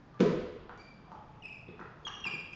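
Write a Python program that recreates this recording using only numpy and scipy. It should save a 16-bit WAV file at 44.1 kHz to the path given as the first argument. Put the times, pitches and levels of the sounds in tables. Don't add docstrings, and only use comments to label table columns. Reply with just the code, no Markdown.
import sys
import numpy as np
from scipy import signal
from scipy.io import wavfile

SR = 44100
rng = np.random.default_rng(int(sys.argv[2]) if len(sys.argv) > 2 else 0)


def decibels_to_gain(level_db):
    exponent = np.asarray(level_db, float) / 20
    return 10 ** exponent


def file_out(sig):
    cols = np.atleast_2d(sig).T
    lim = np.clip(cols, -1, 1)
    pcm = np.round(lim * 32767).astype(np.int16)
    wavfile.write(sys.argv[1], SR, pcm)


N = 112455

# start in seconds, level in dB,
# ring pitch in Hz, ring T60 in seconds, shell crack in dB.
BALL_HITS = [
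    (.142, -54, 1185, 0.13, 1),
    (0.694, -34.5, 1036, 0.0067, -6.5),
    (0.71, -49, 1330, 0.0065, -31),
    (1.078, -53, 732, .04, -44.5),
    (1.117, -38, 875, 0.017, -7.5),
    (1.14, -51, 856.7, 0.25, -29.5),
    (1.793, -36.5, 1065, 0.0071, -15.5),
    (1.812, -40.5, 1341, 0.02, -36.5),
    (2.068, -34, 1179, 0.018, 4.5),
    (2.253, -34, 1144, 0.012, 4.5),
]
# start in seconds, level in dB, centre in Hz, cycles rung.
GRIP_TICKS = [
    (.143, -52, 5000, 5),
    (.194, -48, 2600, 5),
    (.776, -42, 6200, 5),
    (.777, -46, 3200, 4),
    (1.119, -47, 5500, 4),
    (1.684, -54, 3500, 40),
    (1.686, -55, 2100, 25),
    (2.53, -50, 6300, 20),
]
# start in seconds, level in dB, slap in dB, boom in dB, tilt of the boards
# in dB per octave (negative is duller).
FOOTFALLS = [
    (.194, -28, -17, -29.5, -1.5),
    (.2, -17, -21.5, -31, -5),
    (.204, -16.5, -6.5, -15.5, 0),
    (0.678, -62, -37, -12, 5),
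    (1.682, -41.5, -40, -20, -1.5),
    (1.798, -45, -4.5, -3, -0.5),
    (2.041, -48.5, -59, -21.5, -2),
    (2.257, -39.5, -21, -25, -3),
    (2.332, -39, -49.5, -19.5, -3.5),
]
# pitch in Hz, level in dB, T60 in seconds.
BOARD_MODES = [(157, -7.5, 0.12), (225.7, -6, 0.046), (347.8, -2.5, 0.075), (404, 0.5, 0.036),
               (488.3, -0.5, 0.039), (585, -12.5, .05), (662.4, -12.5, 0.051), (958, -14, 0.015)]
# start in seconds, length in seconds,
# first pitch in Hz, last pitch in Hz, level in dB.
SHRILL_SQUEAKS = [
    (.779, 0.036, 2345, 2263, -65.5),
    (.793, 0.027, 2244, 2420, -57.5),
    (.828, .025, 2350, 2326, -63.5),
    (2.266, 0.016, 2537, 2330, -47),
]
# start in seconds, length in seconds, first and last pitch in Hz, level in dB.
PURE_SQUEAKS = [
    (1.415, 0.012, 3300, 2860, -79.5),
    (1.421, 0.0084, 2930, 2767, -47.5),
    (1.432, 0.022, 2546, 2592, -48),
    (1.44, 0.059, 2778, 2560, -54),
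    (1.452, 0.0074, 2612, 2542, -38.5),
    (1.463, 0.026, 2730, 2363, -48.5),
    (2.048, 0.032, 3313, 3175, -39.5),
    (2.238, 0.029, 2843, 2610, -35.5),
    (2.261, 0.0232, 2484, 2385, -33.5),
    (2.528, 0.011, 2625, 2480, -43),
]
# start in seconds, length in seconds, first and last pitch in Hz,
# level in dB.
RELEASE_CHIRP = [
    (2.074, .009, 3013, 2835, -39),
]
# frequency in Hz, T60 in seconds.
HALL_DECAY = [(50, 1.7), (160, 0.52), (420, 0.92), (1100, 0.85), (2400, 1.1), (3300, 1.25), (6000, 0.72)]
# frequency in Hz, level in dB.
HALL_TONE = [(40, -15), (150, 5.5), (500, 2), (1200, 3.5), (3000, 0.5), (7000, 2)]
# delay in seconds, level in dB.
TABLE_WALLS = [(.003, -9), (.045, -11)]
FEET_SCATTER = [(.001, 4.5), (.006, -1.5)]
SOLE_WALLS = [(.071, -7), (.126, -11)]
# frequency in Hz, level in dB per Hz.
HUM_TONE = [(25, -8), (60, -8), (160, -1.5), (280, -11), (640, -18.5), (900, -14.5), (2200, -28.5),
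            (6500, -43.5)]


def ball():
    out = np.zeros(N)
    side_t60 = 0.013
    shell = ring(3000, 0.0012)
    for s, db, hz, t60, crack_db in BALL_HITS:
        upper = decibels_to_gain(-3) * ring(hz * 1.42, side_t60)
        lower = decibels_to_gain(-5) * ring(hz * 0.67, side_t60)
        body = ring(hz, t60) - upper - lower
        add(out, s, decibels_to_gain(db) * (body + decibels_to_gain(crack_db) * shell))
    for s, db, hz, cycles in GRIP_TICKS:
        add(out, s, decibels_to_gain(db) * ring(hz, cycles / hz))
    return out


def steps():
    out, t = np.zeros(N), np.arange(30000) / SR
    board_rise_s, boom_rise_s, boom_t60 = 0.001, 0.22, 0.6
    slap_band = signal.butter(1, [700, 1680], "band", fs=SR, output="sos")
    slap = signal.sosfilt(slap_band, 9.8 * (t == 0))
    boom_low = signal.butter(3, 69.4, fs=SR, output="sos")
    rumble = signal.sosfilt(boom_low, rng.standard_normal(len(t)))
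    boom = rumble / rumble.std() * decibels_to_gain(-60 * t / boom_t60) * (1 - np.exp(-t / boom_rise_s))
    for s, db, slap_db, boom_db, dull_db in FOOTFALLS:
        boards = np.zeros(len(t))
        for k, (hz, mode_db, t60) in enumerate(BOARD_MODES):
            octaves = np.log2(hz / BOARD_MODES[0][0])
            mode = ring(hz, t60 * decibels_to_gain(dull_db), size=len(t))
            boards += (-1) ** k * decibels_to_gain(mode_db + dull_db * octaves) * mode
        boards *= (1 - np.exp(-t / board_rise_s)) / 2
        add(out, s, decibels_to_gain(db) * (boards + decibels_to_gain(slap_db) * slap + decibels_to_gain(boom_db) * boom))
    return out


def squeaks(rows, overtones_db):
    edge_s, wobble_per_s = 0.004, 220
    out, pitch, level = np.zeros(N), drift(wobble_per_s), drift(wobble_per_s)
    rasp = 0.05 * drift(1200)
    scuff = decibels_to_gain(-33) * np.diff(rng.standard_normal(N + 1))
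    second, third = decibels_to_gain(overtones_db)
    for s, length, first_hz, last_hz, db in rows:
        i = np.arange(int(s * SR), min(N, int((s + length + edge_s) * SR)))
        t = i / SR - s
        glide_hz = first_hz + (last_hz - first_hz) * t / length
        phase = 2 * np.pi * np.cumsum(glide_hz * (1 + 0.005 * pitch[i])) / SR
        tone = np.sin(phase) + second * np.sin(2 * phase) + third * np.sin(3 * phase)
        nearest_end = np.minimum(t, length + edge_s - t)
        shape = np.sin(np.pi / 2 * np.clip(nearest_end / edge_s, 0, 1)) ** 2
        strength = decibels_to_gain(db + 1.8 * level[i])
        out[i] += strength * shape * (tone * (1 + rasp[i]) + scuff[i])
    return out


def ring(hz, t60, size=12000):
    t = np.arange(size) / SR
    return np.sin(2 * np.pi * hz * t) * decibels_to_gain(-60 * t / t60)


def drift(rate):
    r = np.exp(-2 * np.pi * rate / SR)
    slow = signal.lfilter([1], [1, -2 * r, r * r], rng.standard_normal(N + SR))[SR:]
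    return slow / slow.std()


def add(out, s, sound):
    i = int(s * SR)
    out[i:i + len(sound)] += sound[:len(out) - i]


def at_hz(points, hz):
    table = np.array(points)
    return np.interp(np.log(hz), np.log(table[:, 0]), table[:, 1])


def bands(size):
    edges = 20 * 2 ** np.arange(0, 9.1, .5)
    white = rng.standard_normal((2, size + 4000))
    result = []
    for k, (low, high) in enumerate(zip(edges, edges[1:])):
        band = signal.butter(2, [low, high], "band", fs=SR, output="sos")
        noise = signal.sosfilt(band, white[k % 2])[4000:]
        result.append((np.sqrt(low * high), noise))
    return result


def hall(x, tail_db, build_s, echoes):
    t = np.arange(2 * SR) / SR
    tail = np.zeros(len(t))
    for hz, noise in bands(len(t)):
        tail += noise * decibels_to_gain(at_hz(HALL_TONE, hz) - 60 * t / at_hz(HALL_DECAY, hz))
    response = decibels_to_gain(tail_db) * tail * (1 - np.exp(-t / build_s))
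    response[0] += 1
    for s, db in echoes:
        smear = rng.standard_normal(800) * np.exp(-t[:800] / 0.002)
        add(response, s, decibels_to_gain(db) * smear / np.sqrt(np.sum(smear ** 2)))
    return signal.fftconvolve(x, response)[:N]


def hum():
    out = np.zeros(N)
    for hz, noise in bands(N):
        out += noise * decibels_to_gain(at_hz(HUM_TONE, hz) + 1.5 * drift(3.76))
    return decibels_to_gain(-55.5) * out / out.std()


def scene():
    soles = squeaks(SHRILL_SQUEAKS, (-2, -22))
    soles += squeaks(PURE_SQUEAKS, (-18, -18.5))
    soles += squeaks(RELEASE_CHIRP, (-5.5, -38))
    mix = hall(ball(), -30, 0.003, TABLE_WALLS)
    mix += hall(steps(), -25, 0.0062, FEET_SCATTER)
    mix += hall(soles, -35.5, 0.025, SOLE_WALLS)
    return (mix + hum())[None]


def top_cut(x):
    return signal.sosfilt(signal.butter(12, 9000, fs=SR, output="sos"), x)


def record(dry):
    steep = signal.butter(14, 7050, fs=SR, output="sos")
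    soft = signal.butter(2, 6500, fs=SR, output="sos")
    x = signal.sosfilt(soft, signal.sosfilt(steep, dry))
    x = x + decibels_to_gain(-100) * rng.standard_normal(x.shape)
    return top_cut(x)


dry = scene()
out = record(dry)
file_out(out)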